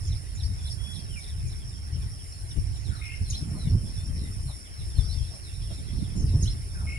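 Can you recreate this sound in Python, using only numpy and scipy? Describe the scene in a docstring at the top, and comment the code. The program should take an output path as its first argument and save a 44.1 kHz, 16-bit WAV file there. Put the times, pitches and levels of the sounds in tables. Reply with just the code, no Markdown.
"""A woodland edge in a light breeze, heard through two microphones. Small birds whistle gliding,
near-sine notes near and far, and one gives a hoarse two-part call by pulsing its tone; the trees
scatter their echoes. Crickets and a bush cricket stroke their wings and cicadas click their tymbals,
each driving a resonance. Gusts buffet and hiss at the microphones over a far-off wash.
An automatic gain briefly lifts the high background hiss during loud near chirps."""
import sys
import numpy as np
from scipy import signal
from scipy.io import wavfile
from scipy.ndimage import uniform_filter1d

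SR = 44100
rng = np.random.default_rng(int(sys.argv[2]) if len(sys.argv) > 2 else 0)


def bounce(signal):
    """Save signal as a 16-bit WAV file at the path given by the first command-line argument."""
    frames = np.transpose(np.atleast_2d(signal))
    limited = np.clip(frames, -1, 1)
    pcm = np.round(limited * 32767).astype(np.int16)
    wavfile.write(sys.argv[1], SR, pcm)


N = 307818

# lone notes: start_s, length_s, start_hz, middle_hz, end_hz, level_db, pan_db, left_lag_us
LONE_NOTES = [(0.033, 0.057, 6760, 6340, 6230, -60, 14, -2), (0.635, 0.056, 3390, 3480, 3350, -51, -2, 10),
              (0.775, 0.24, 3290, 3387, 3240, -51.5, -1.5, -17),
              (1.085, 0.095, 3320, 2980, 2500, -54, -4, -3), (1.159, 0.044, 2480, 2330, 2205, -47, -3, 2),
              (1.259, 0.012, 3680, 3750, 3230, -51, -3, 90), (1.267, 0.035, 2560, 2185, 1870, -59, 0, 0),
              (1.291, 0.019, 4040, 3630, 3300, -50.5, -1, 80),
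              (1.444, 0.055, 2550, 2390, 2320, -62, 2, -50),
              (2.014, 0.022, 3850, 3520, 3220, -58.5, -1, 78),
              (2.186, 0.041, 3610, 3220, 2860, -61, -1, 50), (2.317, 0.056, 4100, 4380, 4330, -60, 1, -50),
              (2.565, 0.015, 6550, 6200, 5810, -59, 9, 0), (2.722, 0.12, 7600, 6840, 5700, -59.5, 1, 23),
              (2.837, 0.064, 4680, 3720, 3350, -57, -2, 110), (2.903, 0.025, 3940, 3770, 3520, -56, -1, 80),
              (3.963, 0.074, 3490, 3530, 3700, -57, -1, 80),
              (4.156, 0.025, 2440, 1930, 1820, -53.5, -1, 148),
              (4.23, 0.061, 1950, 2040, 2030, -58, 3, 210), (4.95, 0.053, 4190, 4240, 3550, -52, 1, -80),
              (4.977, 0.046, 3510, 3576, 3200, -50, 1, 130), (5.024, 0.028, 4500, 4650, 4420, -53, 1, -50),
              (5.084, 0.066, 4000, 4180, 5000, -49, 1, 122), (5.204, 0.032, 5060, 5130, 4420, -53, 1, 128),
              (5.488, 0.038, 2570, 2710, 2190, -56, -1, 150), (6.15, 0.076, 7240, 6600, 6070, -52, 7, 38),
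              (6.218, 0.086, 6030, 5000, 4670, -56, 0, 30)]
# notes of a near bird's song: delay_s, length_s, start_hz, middle_hz, end_hz, relative_db
SONG_NOTES = [(0, 0.023, 7400, 6800, 5900, 2.5), (0.024, .021, 3430, 3900, 4200, -7.5),
              (0.05, 0.018, 4280, 3850, 3300, 0), (0.077, 0.044, 5500, 5450, 5330, 0),
              (.085, .018, 5150, 4640, 4100, -0.5)]
# each time it sings: start_s, level_db, opening_stress_db, closing_stress_db, pan_db
SONG_TIMES = [(.064, -50.5, -3, -1, -3), (.347, -47.5, -4, 4.5, -1), (.622, -46, -18, 2, 0),
              (.903, -47.5, -9, -4, -1), (1.181, -49.5, -9, -20, 2), (1.469, -52.5, -3, -22, 0)]
# a loud chirp that dives and climbs: delay_s, length_s, start_hz, middle_hz, end_hz, relative_db
CHIRP_NOTES = [(-.009, .013, 6150, 6370, 7140, -22), (0, .016, 6860, 6480, 5700, -1),
               (0.0074, 0.013, 6020, 4560, 3750, -9.5), (0.029, 0.031, 2800, 3300, 3670, -12.5),
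               (.048, .013, 3800, 4100, 4320, -6), (0.068, 0.0224, 5090, 5260, 5640, -8.5)]
# each such chirp: start_s, level_db, time_stretch, pan_db, left_lag_us
CHIRP_TIMES = [(3.298, -33, 1.0, 0.5, -9), (6.422, -33.5, 1.11, 0, 59)]
# quick falling calls on the left: start_s, level_db
QUICK_CALLS = [(2.506, -52), (2.759, -56), (3.032, -55)]

def songbirds():
    """Frequency modulation: every song, chirp and call is made of gliding whistles."""
    notes = list(LONE_NOTES)
    for s, db, opening_db, closing_db, pan_db in SONG_TIMES:
        stresses_db = (opening_db, 0, 0, closing_db, closing_db)
        for (delay, *glide, note_db), stress_db in zip(SONG_NOTES, stresses_db):
            notes.append((s + delay, *glide, db + note_db + stress_db, pan_db, 114))
    for s, db, stretch, pan_db, lag_us in CHIRP_TIMES:
        notes += [(s + stretch * delay, stretch * length, *glide, db + note_db, pan_db, lag_us)
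                  for delay, length, *glide, note_db in CHIRP_NOTES]
    notes += [(s, 0.015, 3980, 3690, 3200, db, 5.5, 54) for s, db in QUICK_CALLS]
    return whistles(notes)


def whistles(notes):
    """Multipath fading: leaves and moving air break up sine tones that glide along a parabola."""
    out = np.zeros((2, N))
    for s, length, start_hz, mid_hz, end_hz, db, pan_db, lag_us in notes:
        u = np.arange(round(length * SR)) / (length * SR)
        hz = start_hz * (1 - u) * (1 - 2 * u) + 4 * mid_hz * u * (1 - u) + end_hz * u * (2 * u - 1)
        turns = np.cumsum(hz) / SR - np.array([[lag_us * 1e-6], [0]]) * hz
        scatter = np.clip(lag_us / 200, .3, .8)  # birds more to the right sit farther off
        real, imag = uniform_filter1d(rng.standard_normal((2, 2, len(u))), 330, 2) * np.sqrt(165)
        path = np.sqrt(1 - scatter ** 2) + scatter * (real + 1j * imag)
        tone = np.sqrt(2) * (path * np.exp(2j * np.pi * turns)).imag
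        add(out, s, gain_of(db) * sides(pan_db) * tone * np.sin(np.pi * u) ** .35)
    return out


# hoarse syllables: start_s, length_s, start_hz, end_hz, pulse_hz, level_db, rasp_db, pan_db
HOARSE_CALLS = [(2.891, 0.085, 1550, 1207, 110, -53, -8, 3), (3.008, .15, 2120, 2136, 55, -47.5, -0.5, 2),
                (6.744, 0.083, 1600, 1190, 87, -53, -13, 2),
                (6.865, 0.125, 2170, 2207, 55.4, -44.5, -7.5, 3)]

def hoarse_bird():
    """Amplitude modulation: uneven pulses break up a whistle and ring a higher throat resonance."""
    out = np.zeros((2, N))
    for s, length, start_hz, end_hz, pulse_hz, db, rasp_db, pan_db in HOARSE_CALLS:
        t = np.arange(round(length * SR)) / SR
        hz = start_hz + (end_hz - start_hz) * t / length
        jitter, fade = uniform_filter1d(rng.standard_normal((2, len(t))), 500) * np.sqrt(500)
        pulses = abs(np.sin(np.pi * np.cumsum(pulse_hz * (1 + 0.18 * jitter)) / SR))
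        carrier = np.sin(2 * np.pi * np.cumsum(hz * (1 + 0.01 * jitter)) / SR)
        tone = carrier * (0.026 + pulses) * gain_of(2.4 * fade)
        breath = (1.2 - pulses) * rng.standard_normal((2, len(t)))
        rasp = resonate(breath, hz + 250 + 2500 * t, width_hz=340)
        call = (unit_rms(tone) + gain_of(rasp_db) * unit_rms(rasp)) * signal.windows.tukey(len(t), .2)
        add(out, s, gain_of(db) * sides(pan_db) * call)
    return out


# cricket chorus: time_s, relative_db, first_pause_depth_db, second_pause_depth_db
CRICKET_LEVELS = [(0, -54, 0, 11), (.3, -61, 6, 4), (.5, -57, 6, 1), (1.3, -55, 4, 3), (1.9, -56.5, 19, 7),
                  (3.2, -57, 12, 4), (3.7, -54.5, 9, 8), (4.88, -55.5, 3, 0), (5.17, -51.5, 8, -2),
                  (5.3, -53.5, 0, -3), (6.0, -56.5, 1, 5), (6.98, -55, -2, 1)]
# the two singers: stroke_hz, wing_hz, pan_db, chirp_hz, mid_chirp_s
CRICKET_VOICES = [(97.7, 5520, -2, 10.82, 2.32), (90., 5340, -2.5, 8.94, 1.96)]

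def crickets():
    """Stridulation: strokes ring narrow wing modes; each singer pauses about ten times a second."""
    t, out = np.arange(N) / SR, 0
    level_db, *depths_db = follow(CRICKET_LEVELS)
    for (stroke_hz, hz, pan_db, chirp_hz, mid_chirp_s), depth_db in zip(CRICKET_VOICES, depths_db):
        rub = pulsed_noise(stroke_hz, wander=0.022, decay_cycles=0.51, depth=0.61, shared=0.55)
        main_mode = resonate(resonate(rub, hz, width_hz=400), hz, width_hz=400)
        wing = main_mode + gain_of(-11.0) * resonate(rub, hz - 400, width_hz=280)
        pause = np.exp(-1.85 * (1 + np.cos(2 * np.pi * chirp_hz * (t - mid_chirp_s))))
        out = out + sides(pan_db) * unit_rms(wing) * gain_of(-depth_db * (pause - .3))
    return gain_of(level_db + 1.02 + 1.6 * drift(1500)) * out


# cicada chorus: time_s, relative_db
CICADA_LEVELS = [(0, -53), (.29, -54.5), (1.3, -53), (1.73, -55.5), (2.47, -52.5), (2.8, -57), (2.95, -53),
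                 (4.47, -51.5), (4.7, -56), (4.8, -53), (5.72, -52), (5.8, -54.5), (6.98, -52.5)]
# body resonances: centre_hz, width_hz, relative_db
CICADA_MODES = [(7460, 540, -6), (9020, 800, -6.5), (9485, 900, 5), (9970, 580, -1.5), (10330, 660, -8.5)]

def cicadas():
    """Forced resonance: trains of tymbal clicks ring the wide modes of the body."""
    clicks = sum(pulsed_noise(hz, wander=0.0086, decay_cycles=0.4, depth=0.52, shared=0.096)
                 for hz in (149., 298., 141.))
    body = sum(gain_of(db) * unit_rms(resonate(clicks, hz, width)) for hz, width, db in CICADA_MODES)
    level_db = follow(CICADA_LEVELS)[0] + 1.4 + 1.06 * drift(2000)
    return gain_of(level_db) * sides(-4.5) * unit_rms(body)


def bush_cricket(first_s=.49, every_s=.578):
    """Impulse excitation: uneven wing strokes ring one mode in short, swelling trills on the left."""
    out, t = np.zeros((2, N)), np.arange(round(.16 * SR)) / SR
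    for s in np.arange(first_s, N / SR, every_s):
        stroke_hz = 205 * (1 + .08 * unit_rms(uniform_filter1d(rng.standard_normal(len(t)), 600)))
        strokes = np.diff(np.floor(np.cumsum(stroke_hz) / SR), prepend=0) * rng.uniform(.5, 1.4, len(t))
        wing = unit_rms(resonate(strokes, 7320, width_hz=450))
        swell = signal.windows.tukey(len(t), .4) * (.5 + 1.8 * t)
        add(out, s, gain_of(-66) * sides(18.4) * wing * swell)
    return out


# breeze between gusts: time_s, buffet_db, pan_db, flutter_db
BREEZE = [(0, -37, -12, -57), (.35, -35.5, -2, -53), (.75, -35, -12, -53), (1.0, -38.5, -13.5, -46),
          (1.2, -41.5, -7, -54), (1.33, -29.5, 1, -54), (1.6, -35, 0, -53), (2.05, -34, -2.5, -51),
          (2.3, -39.5, 3, -66), (2.75, -33, -8, -50.5), (3.17, -35.5, -6, -64), (3.45, -32.5, -4.5, -40),
          (4.0, -32.5, -3, -44.5), (4.47, -30, 1, -59), (4.6, -43.5, 4, -58), (4.76, -41.5, -2, -55),
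          (4.82, -35.5, 2, -56), (5.22, -29.5, 9.5, -49.5), (5.38, -42.5, -5, -53),
          (5.62, -31.5, -2, -50.5), (5.8, -35, -4.5, -47.5), (6.1, -32.5, -4, -39), (6.5, -28.5, -2, -47),
          (6.64, -33.5, 0.5, -55), (6.98, -30.5, -1, -50)]
# gusts: peak_s, length_s, buffet_db, pan_db, flutter_db, hiss_db
GUST_PEAKS = [(0.098, 0.17, -26, 0.5, -61, -70), (0.497, 0.26, -27.5, 9, -48, -68),
              (0.824, 0.11, -29, -9, -53, -70), (1.09, 0.15, -32, -7, -46, -70),
              (1.452, 0.073, -25.5, 5.5, -55, -70), (1.7, .1, -29, -2, -57, -70),
              (1.965, 0.088, -28, 15, -52, -68), (2.442, 0.089, -34.5, 4, -62, -64),
              (2.587, 0.048, -28.5, 21, -33, -61), (2.696, 0.16, -29.5, -3, -50, -63),
              (2.884, 0.09, -28, -12.5, -40.5, -62), (3.225, 0.032, -23, -7.5, -36.5, -60),
              (3.311, 0.08, -23.5, -1, -53, -65), (3.427, 0.076, -27, -1, -33, -63),
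              (3.574, 0.22, -27, 1.5, -35.5, -51.5), (3.691, 0.11, -24.5, -0.5, -29, -59),
              (3.745, 0.083, -15.5, -1.5, -29.5, -54.5), (3.846, 0.04, -21, -4, -35, -58),
              (4.103, 0.13, -26, 5.5, -47, -64), (4.176, 0.31, -36, 2, -33.5, -70),
              (4.4, .06, -30, -3, -51, -58.5), (4.5, 0.063, -34, -2, -59, -52.5),
              (4.987, 0.066, -22.5, 7, -38, -55.5), (5.343, 0.12, -41, -9, -48.5, -56),
              (5.72, 0.046, -32, -13, -51, -56), (5.953, 0.23, -26.5, -8.5, -34.5, -60),
              (6.017, .08, -28.5, -11, -31, -58), (6.221, 0.21, -23, -2.5, -27.5, -58),
              (6.361, 0.24, -19, -1.5, -31.5, -56), (6.845, 0.2, -37, -4, -40, -56.5)]

def wind_levels(rise_share=0.46, drop_db=10):
    """Exponential envelopes: gusts rise and fall in straight dB ramps above the breeze."""
    t, half = np.arange(N) / SR, np.array([[.5], [-.5]])
    buffet_db, pan_db, flutter_db = follow(BREEZE)
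    hiss_db = -67 + .3 * (flutter_db + 50.5)
    levels = np.array([buffet_db + half * pan_db, flutter_db + half * pan_db, [hiss_db, hiss_db]])
    for s, length, buffet_db, pan_db, flutter_db, hiss_db in GUST_PEAKS:
        near = slice(max(round((s - 2 * length) * SR), 0), round((s + 2 * length) * SR))
        ramp = np.maximum((s - t[near]) / rise_share, (t[near] - s) / (1 - rise_share)) / length
        peak = np.array([buffet_db + half * pan_db, flutter_db + half * pan_db, [[hiss_db], [hiss_db]]])
        levels[:, :, near] = np.maximum(levels[:, :, near], peak - drop_db * ramp)
    return levels


# spectra of the low buffeting and of the flutter at a gust's edge: frequency_hz, relative_db
BUFFET_SPECTRUM = [(10, -29), (25, -8.5), (45, 2.5), (80, 4.5), (120, -3.5), (160, -13.5), (230, -38),
                   (400, -35.5), (900, -120)]
FLUTTER_SPECTRUM = [(90, -10.5), (150, 8.5), (200, -5.5), (260, -8.5), (350, -16.5), (600, -33), (900, -51),
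                    (2000, -95)]

def wind(buffet_db, flutter_db):
    """Turbulent pressure: rumble and brighter flutter at the microphones, more coherent in gusts."""
    coherence = 0.55 + 0.05 * (buffet_db.mean(0) + 33)
    flutter = stereo_noise(FLUTTER_SPECTRUM, patch_db=4.2, size=1024, coherence=coherence)
    flutter *= gain_of(flutter_db + 2.6 * drift(500))
    buffet_gain = gain_of(buffet_db + 1.48 * drift(4000))
    buffet = stereo_noise(BUFFET_SPECTRUM, patch_db=1.0, size=4096, coherence=coherence)
    return buffet_gain * buffet + flutter


# mid-band hiss of gusts at the microphones: frequency_hz, relative_db
GUST_HISS_SPECTRUM = [(350, -15), (600, -3), (1000, -8.5), (1400, -16.5), (2200, -44), (4000, -90)]

def gust_hiss(hiss_db):
    """Flow noise: a short mid-band hiss as a gust sweeps over both microphones at once."""
    gain = gain_of(hiss_db + 1.2 * drift(900))
    return gain * stereo_noise(GUST_HISS_SPECTRUM, patch_db=4.6, size=1024, coherence=np.full(N, .6))


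# a far bird's falling whistles, about three a second: start_s, length_s, start_hz, level_db
FALLING_NOTES = [(2.923, .09, 4460, -59), (3.246, 0.1, 4350, -55.5), (3.552, 0.13, 4360, -58.5),
                 (3.879, 0.11, 4470, -65), (4.181, 0.088, 4270, -60), (4.469, 0.052, 4350, -56.5),
                 (4.77, 0.063, 4200, -59), (5.096, 0.05, 4000, -59), (5.425, .067, 4300, -59),
                 (5.687, 0.063, 3900, -65), (5.898, .05, 4080, -69), (6.02, .06, 4060, -68),
                 (6.27, 0.075, 4230, -62.5)]

def far_whistler(end_hz=3470, bend=0.47):
    """Downward frequency sweeps: a list of notes that all slide to the same closing pitch."""
    return [(s, length, hz, hz + bend * (end_hz - hz), end_hz, db, .3, 170)
            for s, length, hz, db in FALLING_NOTES]


def twitter(count, start_s, end_s, low_hz, octaves, loudest_db):
    """A random point process: a list of short falling notes from many far birds."""
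    when, length, pitch, fall, softness, side = rng.random((count, 6)).T
    hz = low_hz * 2 ** (octaves * pitch)
    return np.transpose([start_s + (end_s - start_s) * when, .015 + .03 * length,
                         hz * (1 + .15 * fall), hz, hz * (1 - .12 * fall),
                         loudest_db - 5 * softness, 8 * side - 4, 80 * side + 90])


def tree_echoes(sound, t60_s):
    """Scattering: trunks and leaves return sparse echoes of random sign that die away."""
    taps = np.zeros((2, SR // 2))
    delays = np.arange(150, SR // 2 - 20, 20) + rng.integers(0, 20, (2, (SR // 2 - 151) // 20))
    np.put_along_axis(taps, delays, rng.choice([-1., 1.], delays.shape), 1)
    taps *= gain_of(-60 * np.arange(SR // 2) / SR / t60_s)
    return signal.fftconvolve(sound, taps / np.linalg.norm(taps[0]), axes=1)[:, :N]


# far-off wash and self-noise: frequency_hz, relative_db
WASH_SPECTRUM = [(100, -53), (250, -2), (380, -3.5), (480, -12.5), (746, -8), (940, -14.5), (1300, -9),
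                 (2120, -11), (2800, -14.5), (3900, -16.5), (4700, -13), (6100, -17.5), (8000, -19.5),
                 (11500, -76), (13000, -28), (15700, -32)]

def far_wash(treble_lift_db):
    """The ambient noise floor: a broad, nearly steady wash whose treble wavers and can be lifted."""
    wash = gain_of(-54 + 0.6 * drift(2500)) * stereo_noise(WASH_SPECTRUM, patch_db=2.92, size=1024)
    treble = signal.sosfilt(signal.butter(4, 9000, "high", fs=SR, output="sos"), wash)
    return wash + (gain_of(treble_lift_db + 1.3 * drift(2500)) - 1) * treble


# likeness of the wash at the two microphones: frequency_hz, coherence
WASH_COHERENCE = [(60, 0.76), (300, 0.83), (600, 0.6), (1220, 0.93), (2010, 0.6), (3330, 0.11),
                  (6000, 0.11), (15000, 0.05)]

def stereo_noise(spectrum, patch_db, size, coherence=None):
    """Partial coherence: two microphones share part of a shaped noise with drifting spectral patches."""
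    frames, hz = 4 * N // size + 5, np.fft.rfftfreq(size, 1 / SR)
    real, imag, own_real, own_imag, *patches = rng.standard_normal((frames, len(hz), 6)).T
    patches = unit_rms(uniform_filter1d(uniform_filter1d(np.array(patches), 8, 1), 8192 // size, 2))
    if coherence is None:
        shared = over_frequency(WASH_COHERENCE, hz)
    else:
        shared = np.clip(np.interp(np.arange(frames) * size / 4, np.arange(N), coherence), 0, 1)
    right = real + 1j * imag
    left = shared * right + np.sqrt(1 - shared ** 2) * (own_real + 1j * own_imag)
    bins = np.array([left, right]) * gain_of(patch_db * patches + over_frequency(spectrum, hz))
    return unit_rms(signal.istft(bins, nperseg=size, noverlap=3 * size // 4)[1][:, :N])


def pulsed_noise(rate_hz, wander, decay_cycles, depth, shared):
    """Periodic gating: an insect's decaying pulses modulate noise partly shared by both microphones."""
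    turns = np.cumsum(rate_hz * (1 + wander * drift(9000))) / SR + rng.random()
    direct, left, right = rng.standard_normal((3, N))
    noise = np.sqrt(shared) * np.array([np.roll(direct, 8), direct])
    noise += np.sqrt(1 - shared) * np.array([left, right])
    return (1 - depth + depth * unit_rms(np.exp(-(turns % 1) / decay_cycles))) * noise


def resonate(x, hz, width_hz):
    """Heterodyning: shifting hz to zero, smoothing twice and shifting back gives a steep resonance."""
    carrier = np.exp(2j * np.pi * np.cumsum(hz * np.ones(x.shape[-1])) / SR)
    r = np.exp(-np.pi * width_hz / SR)
    baseband = signal.lfilter([(1 - r) ** 2], [1, -2 * r, r * r], x * carrier.conj() + 1e-18)
    return 2 * (carrier * baseband).real


def drift(samples):
    """Low-pass noise: a slow random wander of unit RMS."""
    return unit_rms(uniform_filter1d(uniform_filter1d(rng.standard_normal(N), samples), samples))


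def gain_of(db):
    return 10 ** (np.asarray(db) / 20)


def unit_rms(x):
    return x / np.sqrt(np.mean(x ** 2) + 1e-20)


def over_frequency(points, hz):
    knots_hz, values = np.transpose(points)
    return np.interp(np.log(hz + 1), np.log(knots_hz + 1), values)[:, None]


def follow(rows):
    """Linear interpolation of each column over time."""
    times, *columns = np.transpose(rows)
    return [np.interp(np.arange(N) / SR, times, column) for column in columns]


def sides(pan_db):
    """Level difference: the left gain exceeds the right by pan_db."""
    return gain_of([[pan_db / 2], [-pan_db / 2]])


def add(mix, start_s, sound):
    part = mix[:, round(start_s * SR):][:, :sound.shape[1]]
    part += sound[:, :part.shape[1]]


def scene():
    """Superposition; an automatic gain briefly lifts the high background hiss during loud near chirps."""
    scattered = twitter(170, start_s=0, end_s=6.9, low_hz=1900, octaves=1.2, loudest_db=-65)
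    flock = twitter(45, start_s=4.8, end_s=6.15, low_hz=3300, octaves=.45, loudest_db=-62.5)
    near = songbirds()
    far = whistles(np.vstack([far_whistler(), scattered, flock]))
    hoarse = hoarse_bird()
    echoes = tree_echoes(gain_of(-3.5) * near + gain_of(5.0) * far, t60_s=0.18)
    echoes += gain_of(-2.5) * tree_echoes(hoarse, t60_s=0.53)
    near_db = 10 * np.log10(abs(uniform_filter1d((near ** 2).mean(0), 1800)) + 1e-12)
    excess_db = np.maximum(near_db + 60.5, 0)  # the automatic gain opens above -60.5 dB
    insects = bush_cricket() + gain_of(.2 * excess_db) * crickets()
    insects += gain_of(0.19 * excess_db) * cicadas()
    left, right = near + far + hoarse + echoes + insects + far_wash(.12 * excess_db)
    airborne = np.array([left, np.roll(right, 18)])  # a further 18 samples to the right microphone
    buffet_db, flutter_db, hiss_db = wind_levels()
    return airborne + wind(buffet_db, flutter_db) + gust_hiss(hiss_db)


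def record(dry):
    """Band limiting: a steep low-pass at 15.8 kHz."""
    lowpass = signal.firwin(1023, 15800, window=("kaiser", 9), fs=SR)
    return signal.oaconvolve(dry, lowpass[None], "same")


dry = scene()
out = record(dry)
bounce(out)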